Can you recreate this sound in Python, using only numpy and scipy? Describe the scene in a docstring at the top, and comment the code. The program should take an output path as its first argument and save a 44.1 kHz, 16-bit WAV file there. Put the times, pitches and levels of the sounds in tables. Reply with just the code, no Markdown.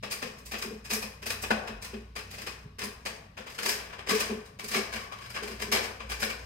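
"""Scooping ice from a freezer bin

Ice cubes are scooped out of a plastic bin, a few metres away across a kitchen. Each collision is a quick
chatter of contacts on ice and bin wall, with a short, high ring. Heavier shoves boom in the hollow bin,
and small chips shift in between. Most of this arrives as room echo, over the hum of the fridge."""
import sys
import numpy as np
from scipy import signal
from scipy.fft import rfft, irfft, next_fast_len
from scipy.io import wavfile

SR = 44100
rng = np.random.default_rng(int(sys.argv[2]) if len(sys.argv) > 2 else 0)


def master_out(mix):
    """Clip the mix to full scale and print it as 16-bit PCM to the path in sys.argv[1]."""
    frames = np.transpose(np.atleast_2d(mix))
    ceiling = np.clip(frames, -1, 1)
    pcm = np.round(ceiling * 32767).astype(np.int16)
    wavfile.write(sys.argv[1], SR, pcm)


N = 284445
TIME = np.arange(N) / SR
HIT_SIZE = 4096  # samples in one hit
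HIT_HZ = np.arange(HIT_SIZE // 2 + 1) * SR / HIT_SIZE
SPOTS = 5  # places in the heap of ice, each with its own echoes

# The main collisions. Each row: start in seconds, strength in dB, hardness in dB
# (above 0 ice cracks on ice, below 0 it lands on plastic).
CLACKS = [(0.027, -37.5, -5.5), (0.103, -41, 8), (0.11, -35, 8), (0.218, -35.5, -1), (0.379, -56, 8.5),
          (0.453, -49.5, 12.5), (0.512, -38.5, 3), (0.53, -36.5, -6), (0.578, -45.5, 8), (0.615, -36.5, 5),
          (0.843, -45.5, 5.5), (0.896, -38, 5), (0.903, -33, 5.5), (0.926, -33, 11), (1.019, -39, 4),
          (1.22, -43.5, 1), (1.258, -35, 6), (1.297, -32.5, 5), (1.418, -45.5, 16.5), (1.43, -36.5, -5.5),
          (1.502, -31.5, -4), (1.669, -40, -4), (1.817, -44, 7.5), (1.84, -42.5, 5), (1.932, -48, -8),
          (2.154, -38.5, 1), (2.18, -43, -1), (2.305, -47, 6), (2.332, -45.5, 4), (2.376, -43.5, 2),
          (2.411, -43, 3), (2.462, -37, 1), (2.785, -39, 2.5), (2.811, -37, -0.5), (2.831, -40.5, 9),
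          (3.052, -33.5, 1), (3.369, -42, -7), (3.461, -43.5, -5), (3.581, -35, 0), (3.624, -35.5, 5.5),
          (3.654, -29, 4.5), (3.683, -28.5, 8), (4.065, -38.5, -2), (4.086, -28.5, 2.5),
          (4.098, -28.5, 2.5), (4.142, -33.5, 5), (4.176, -37.5, 2), (4.194, -31, 6.5), (4.206, -34.5, -1),
          (4.295, -45.5, -23), (4.448, -54, 4.5), (4.589, -40.5, 1), (4.635, -42.5, 7.5),
          (4.678, -42, 10.5), (4.709, -35.5, 5), (4.733, -28.5, -1), (4.753, -30.5, 1), (4.954, -39.5, -4),
          (5.115, -43, -6), (5.295, -45.5, 4.5), (5.34, -38.5, -3), (5.357, -37, -9), (5.592, -41, 1),
          (5.613, -34.5, 2), (5.716, -24.5, 2), (5.742, -28.5, -1), (5.762, -32.5, -5), (5.832, -39.5, 3),
          (5.997, -41.5, -10), (6.092, -39, 3), (6.11, -34.5, 1), (6.196, -39, 9), (6.221, -29, 0.5),
          (6.294, -36.5, -1)]
# The notes the bin wall rings at. Each row: pitch in Hz, width in Hz, level in dB.
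WALL_NOTES = [(528, 264, 10), (824, 320, -5), (1106, 116, 3.5), (1570, 130, -0.5), (1754, 64, -3.5)]
# The tone of whole cubes, of their corners and of breaking frost. Each row: frequency in Hz, level in dB.
CUBE_TONE = [(1000, -39), (1800, 10.5), (2400, 7), (3300, 4.5), (4200, -27.5), (6000, -36)]
CORNER_TONE = [(2200, -50), (3500, -3.5), (4400, 3.5), (5100, 5), (6500, 1.5), (7600, -7.5), (11000, -41)]
FROST_TONE = [(3500, -73.5), (6000, 7.5), (7200, 5.5), (8400, 5), (10000, 3), (12000, -3), (16000, -0.5)]


def gain(db):
    """Turn decibels into a number to multiply by."""
    return 10 ** (np.asarray(db) / 20)


def unit(x):
    """Scale a sound to an energy of one."""
    return x / np.sqrt(np.sum(x ** 2) + 1e-18)


def look_up(points, hz, column=1):
    """Read between the rows of a frequency table, giving each octave equal room."""
    points = np.array(points, float)
    return np.interp(np.log(np.maximum(hz, 1)), np.log(points[:, 0]), points[:, column])


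def tone_filter(points, column=1):
    """Turn rows of Hz and dB into a filter that rings only after it is struck."""
    cepstrum = irfft(np.log(gain(look_up(points, HIT_HZ, column))))
    cepstrum[1:HIT_SIZE // 2] *= 2
    cepstrum[HIT_SIZE // 2 + 1:] = 0
    return np.exp(rfft(cepstrum))


def resonance(hz, width_hz):
    """The spectrum of one ringing note: the wider it is, the sooner it dies away."""
    return 1j * HIT_HZ * width_hz / (hz ** 2 - HIT_HZ ** 2 + 1j * HIT_HZ * width_hz)


def add_hit(track, start_s, spectrum, db):
    """Mix in one hit with as much energy as 20 ms of steady sound at this level."""
    hit = unit(irfft(spectrum)) * gain(db) * np.sqrt(.02 * SR)
    start = max(int(start_s * SR), 0)
    part = hit[:, :max(N - start, 0)]
    track[:, start:start + part.shape[1]] += part


def chatter(gap_s, rebound, count):
    """A first contact and its fading, uneven rebounds, spread over the heap: one spectrum per spot."""
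    delays = np.r_[0, np.cumsum(rng.exponential(gap_s, count))]
    sizes = np.r_[1, rebound * rng.choice([-1, 1], count) * np.linspace(1, .3, count)]
    contacts = np.zeros((SPOTS, HIT_SIZE))
    spots = (rng.integers(SPOTS) + np.arange(count + 1)) % SPOTS
    contacts[spots, (delays * SR).astype(int) % HIT_SIZE] = sizes
    return rfft(contacts)


def patter(per_s, spread_db, body, curve):
    """Tiny random contacts ring a body; their level follows rows of seconds and dB."""
    count = int(per_s * N / SR)
    chance, ticks = rng.standard_normal(count), np.zeros((SPOTS, N))
    sizes = np.sign(chance) * gain(spread_db * np.minimum(abs(chance), 2))
    ticks[rng.integers(SPOTS, size=count), rng.integers(N, size=count)] = sizes
    sound = signal.oaconvolve(ticks, irfft(body)[None], axes=1)[:, :N]
    return unit(sound) * np.sqrt(N) * gain(np.interp(TIME, *np.transpose(curve)))


def surrounding_noise(size, apart_hz=520):
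    """The spectrum of stereo noise from all round: long waves reach both microphones alike."""
    hz = np.arange(size // 2 + 1) * SR / size
    mid, side = rfft(rng.standard_normal((2, size)))
    share = np.minimum(hz / apart_hz, 1) ** 17
    return hz, (mid + np.array([[1], [-1]]) * share * side) / np.sqrt(1 + share ** 2)


def fridge_hum(waver_db=5.5):
    """The compressor hums on a few low notes, each wavering by itself."""
    # The notes of the hum. Each row: pitch in Hz, usual level in dB.
    notes = [(59.3, -54.5), (92.8, -61), (118.6, -67.5), (199, -83)]
    # The slow swell of the whole hum. Each row: time in seconds, change in dB.
    swell = [(0, 0.5), (.5, -3.5), (1.4, 2.5), (2.6, -0.5), (3.3, -4.5), (4.4, -2), (5.3, 1.5), (6.0, 3),
             (6.45, 2)]
    turns_s = np.linspace(0, N / SR, 40)
    hum = 0
    for hz, db in notes:
        waver = np.interp(TIME, turns_s, rng.standard_normal(len(turns_s)))
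        phase = 2 * np.pi * (hz * TIME + rng.random()) + 0.065 * waver
        hum += np.sqrt(2) * gain(db + waver_db * waver) * np.sin(phase)
    return hum * gain(np.interp(TIME, *np.transpose(swell)))


def room_air(level_db=-55.5):
    """Soft, dark room noise."""
    # The tone of the quiet kitchen. Each row: frequency in Hz, relative level in dB.
    air_tone = [(20, 1), (45, 11.5), (60, 7), (80, 12), (130, 12), (220, 10.5), (400, -13), (1000, -32),
                (3000, -12), (8000, -28), (16000, -37)]
    hz, noise = surrounding_noise(2 * next_fast_len(N // 2 + 1))
    air = irfft(noise * gain(look_up(air_tone, hz)))[:, :N]
    return unit(air) * np.sqrt(2 * N) * gain(level_db)


def collisions(tumbles_per_s=32, fade_db_per_s=-22.5, spread_db=6):
    """List the main collisions, then those of loose cubes tumbling ahead of the scoop."""
    # Runs of tumbling cubes. Each row: start in seconds, length in seconds, strength in dB, hardness in dB.
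    tumbles = [(3.472, 0.1, -49.5, 4.5), (3.769, .22, -44.5, -8), (4.919, .12, -41, -0.5),
               (5.16, .11, -49, -1.5), (5.41, .16, -48, 1)]
    rows = list(CLACKS)
    for start, length, db, hardness in tumbles:
        count = max(round(length * tumbles_per_s), 1)
        for delay in length * (np.arange(count) + rng.random(count)) / count:
            strength_db = db + fade_db_per_s * delay + spread_db * rng.standard_normal()
            rows.append((start + delay, strength_db, hardness))
    return rows


def stray_notes(low_hz, high_hz, count, width_hz):
    """No two corners or splinters have the same shape, so their extra notes fall at random."""
    return sum(resonance(hz, width_hz) for hz in rng.uniform(low_hz, high_hz, count))


def wall_knock(spread_db=4.4):
    """The spectrum of one knock on the wall: each note varies with the place struck and the load of ice."""
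    wall = 0
    for hz, width, db in WALL_NOTES:
        strength = gain(db + spread_db * rng.standard_normal())
        wall += strength * resonance(hz * rng.uniform(0.873, 1.03), width)
    return wall * resonance(1090, 2400)


def ice_clacks(unshifted_hz=2173, usual_corner_hz=4923, pitch_spread=0.025):
    """Each collision knocks the wall, clacks with a short ring, clicks a corner and breaks some frost."""
    # A ring near 2.5 kHz on each clack, slightly lower and more damped in the second half.
    # Each row: time in seconds, pitch in Hz, how freely it rings (more is freer).
    clack_ring = [(0, 2495, 0.84), (1.3, 2480, 1.26), (3.102, 2520, 0.55), (3.5, 2400, 0.17),
                  (4.7, 2325, 0.59), (5.4, 2280, 0.19), (6.45, 2344, 0.85)]
    times, pitches, freedoms = np.transpose(clack_ring)
    corner_filter, frost_filter = tone_filter(CORNER_TONE), tone_filter(FROST_TONE)
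    out = np.zeros((SPOTS, N))
    for start, db, hardness in collisions():
        ring_hz = np.interp(start, times, pitches) * np.exp(pitch_spread * rng.standard_normal())
        corner_hz = usual_corner_hz * np.exp(pitch_spread * rng.standard_normal())
        freedom = np.interp(start, times, freedoms)
        contact = chatter(gap_s=.0016, rebound=1, count=6)
        tone_shift = (ring_hz / unshifted_hz) ** 0.27  # the clack's whole tone rises a little with its ring
        clack = tone_filter([(hz * tone_shift, level) for hz, level in CUBE_TONE])
        clack *= 1 + 2.3 * freedom * resonance(ring_hz, 70)
        free_ring_db = freedom - 1  # a clack that rings freely is slightly louder
        strays = stray_notes(3000, 7000, count=3, width_hz=130)
        corner = corner_filter * (1 + 1.5 * resonance(corner_hz, 100) + 0.99 * strays)
        frost = frost_filter * (1 + 1.1 * stray_notes(7000, 15000, count=5, width_hz=160))
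        # soft contacts favour the wall, hard ones the corners and frost
        add_hit(out, start, contact * wall_knock(), db - 0.33 * hardness)
        add_hit(out, start, contact * clack, db - 0.16 - 0.14 * hardness + free_ring_db)
        add_hit(out, start, contact * corner, db - 4.25 + 0.43 * hardness)
        add_hit(out, start, contact * frost, db - 6.5 + 0.97 * hardness)
    return out


def ice_chips(quieter_db=12.5, settle_s=0.04):
    """Each main collision loosens small chips that tick as they come to rest."""
    t = np.linspace(0, N / SR, 600)
    power = sum(gain(db - quieter_db) ** 2 * (t > start) * np.exp(-abs(t - start) / settle_s)
                for start, db, _ in CLACKS)
    settling = np.c_[t, 10 * np.log10(power + 1e-12)]
    ice = tone_filter(CUBE_TONE) + 1.63 * tone_filter(CORNER_TONE) + 0.72 * tone_filter(FROST_TONE)
    wall = sum(gain(db) * resonance(hz, width) for hz, width, db in WALL_NOTES)
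    body = (ice + 1.24 * wall) * resonance(2600, 12000)
    return patter(per_s=110, spread_db=8, body=body, curve=settling)


def bin_booms(hollow_hz=217, usual_floor_hz=420.4, pitch_spread=0.042, nudge_db=-48.5):
    """The heap thumps the bin, which hums briefly at two notes: one from its hollow, one from its floor."""
    # Heavy shoves. Each row: start in seconds, strength in dB, pitch of the loaded bin floor in Hz.
    shoves = [(0.032, -46, 556), (0.226, -36.5, 500), (0.52, -55, 527), (0.645, -38, 400),
              (0.707, -38, 438), (0.922, -37, 433), (1.02, -43.5, 517), (1.505, -31, 568), (1.69, -40, 423),
              (1.931, -35, 406), (2.018, -63, 405), (2.163, -51, 408), (2.405, -52, 336), (2.646, -54, 416),
              (2.8, -49.5, 420), (2.831, -36, 408), (3.054, -55, 430), (3.667, -39, 404), (3.381, -47, 515),
              (4.088, -29.5, 436), (4.108, -23, 425), (4.295, -27, 422), (4.635, -40, 430),
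              (4.751, -27, 394), (4.94, -42, 496), (5.42, -34.5, 417), (5.498, -39, 400),
              (5.616, -35.5, 410), (5.67, -35.5, 411), (5.72, -37.5, 403), (5.764, -38, 503),
              (6.002, -47.5, 544), (6.221, -37, 563)]
    average_shove_db = np.mean([db for _, db, _ in shoves])
    average_clack_db = np.mean([db for _, db, _ in CLACKS])
    thumps = list(shoves)
    for start, db, _ in CLACKS:  # each main collision also nudges the bin
        floor_hz = usual_floor_hz * np.exp(pitch_spread * rng.standard_normal())
        thumps.append((start, nudge_db + db - average_clack_db, floor_hz))
    out = np.zeros((SPOTS, N))
    for start, db, floor_hz in thumps:
        # a lighter load raises the floor note and lets the hollow sound more
        unload_db = 8 * np.log2(floor_hz / usual_floor_hz)
        dig_db = -0.88 * start  # as the scoop digs deeper, less of a shove reaches the hollow
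        hollow_db = -40.5 + 0.95 * (db - average_shove_db) + unload_db + dig_db
        push = chatter(gap_s=0.006385, rebound=0.64, count=2)
        for hz, width, note_db in (hollow_hz, 21, hollow_db), (floor_hz, 29, db + 1.76):
            soft_start = resonance(hz, hz * 0.34)  # the heap leans in softly, so the note swells
            add_hit(out, start, push * resonance(hz, width) * soft_start, note_db)
    return out


def bin_rap():
    """The bin knocks once against its frame: a hard blow that rings the plastic briefly."""
    # The blow. Its row: start in seconds, strength in dB.
    blows = [(1.506, -20)]
    # The notes it rings. Each row: pitch in Hz, width in Hz, relative level in dB.
    notes = [(505, 280, 15), (640, 200, 16), (760, 64, 3), (1110, 39, 14), (1452, 58, 17), (1590, 37, 8),
             (2440, 420, -2)]
    ring = sum(gain(db) * resonance(hz, width) for hz, width, db in notes)
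    crack = 0.13 * resonance(3400, 3000)
    body = (ring + crack) * resonance(890, 1900)
    out = np.zeros((SPOTS, N))
    for start, db in blows:
        add_hit(out, start, chatter(gap_s=0.00136, rebound=0.46, count=2) * body, db)
    return out


def drawer_bumps():
    """The drawer gives a few soft, deep bumps."""
    # Each row: middle of the bump in seconds, level in dB, pitch in Hz, time to fade in seconds.
    bumps = [(1.77, -41, 49.5, .035), (2.662, -36, 129, 0.0057), (3.288, -55, 106, 0.02)]
    out = 0
    for middle, db, hz, fade_s in bumps:
        t = TIME - middle
        out += gain(db) * np.exp(-(t / fade_s) ** 2) * np.sin(2 * np.pi * hz * t)
    return out


def cube_rub(pitch_hz=1115, boost_db=3):
    """One cube sticks and slips along the bin wall."""
    # The rise and fall of the rub. Each row: time in seconds, level in dB before the boost.
    swell = [(4.91, -76), (4.98, -48), (5.06, -53), (5.14, -48.5), (5.21, -57), (5.3, -75)]
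    body = resonance(pitch_hz, 50) * resonance(pitch_hz, 300)
    return gain(boost_db) * patter(per_s=500, spread_db=2, body=body, curve=swell)


def kitchen(spots, direct_db, door_db, early_db, early_s, build_s):
    """Sound arrives directly, off the freezer door and as a wash of echoes, different for each spot."""
    # How long the room rings. Each row: frequency in Hz, seconds to fade by 60 dB.
    ring_times = [(150, 0.28), (400, 0.86), (1000, 0.81), (2800, 0.48), (7000, 0.42), (15000, 0.4)]
    size, left_lag = 24576, 18  # in samples; both paths reach the right microphone first
    t, hz = np.arange(size) / SR, np.arange(size // 2 + 1) * SR / size
    octaves_hz = 125 * 2 ** np.arange(8)
    bands = [np.interp(np.log(hz + 1), np.log(octaves_hz), pick) for pick in np.eye(8)]
    early = gain(early_db) * np.exp(-t / early_s)
    build = np.minimum(t / build_s, 1)
    fades = [unit((1000 ** (-t / ring_s) + early) * build) for ring_s in look_up(ring_times, octaves_hz)]
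    out = 0
    for spot in spots:
        _, noise = surrounding_noise(size)
        echoes = unit(sum(irfft(noise * band) * fade for band, fade in zip(bands, fades))) * np.sqrt(2)
        door_s = .0065 + .002 * rng.random()
        for delay, db in (0, direct_db), (int(SR * door_s), door_db):
            echoes[[0, 1], [delay + left_lag, delay]] += gain(db)
        out += signal.oaconvolve(spot[None], unit(echoes) * np.sqrt(2), axes=1)[:, :N]
    return out


def scene():
    """Ice and bin sound through the kitchen; the bin faces the room, so its booms and rap are more direct."""
    heap = ice_clacks() + ice_chips() + cube_rub()
    ice = kitchen(heap, direct_db=-16, door_db=-9, early_db=2, early_s=.015, build_s=.008)
    booms = kitchen(bin_booms(), direct_db=-6.5, door_db=-76, early_db=17.5, early_s=.035, build_s=.0094)
    rap = kitchen(bin_rap(), direct_db=-6.5, door_db=-3.5, early_db=7, early_s=.011, build_s=.0025)
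    return ice + booms + rap + fridge_hum() + drawer_bumps() + room_air()


def record(dry, top_hz=15800):
    """Two microphones hear the bass alike; above it the left is fuller and the right brighter."""
    # The tone of the microphones. Each row: frequency in Hz, left level in dB, right level in dB.
    mic_tone = [(292, -2, -0.5), (570, 0, -9.5), (1080, 2, -3.5), (2070, 6, 1.5), (3390, -1.5, -4),
                (4170, 4, 5.5), (3900, -20, -24), (4270, 3, -3), (5550, 6, -2.5), (5800, -5.5, -2),
                (7500, -8, -4.5), (8120, -1.5, 2), (9670, -2.5, -3), (11600, -3.5, 7.5), (15500, -9, 0)]
    with_bass = [(110, 0, 0)] + list(mic_tone)
    mics = [irfft(tone_filter(with_bass, column)) for column in (1, 2)]
    heard = np.array([signal.fftconvolve(side, mic)[:N] for side, mic in zip(dry, mics)])
    steep_treble_cut = signal.ellip(10, .2, 70, top_hz, fs=SR, output="sos")
    return signal.sosfilt(steep_treble_cut, heard)


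dry = scene()
out = record(dry)
master_out(out)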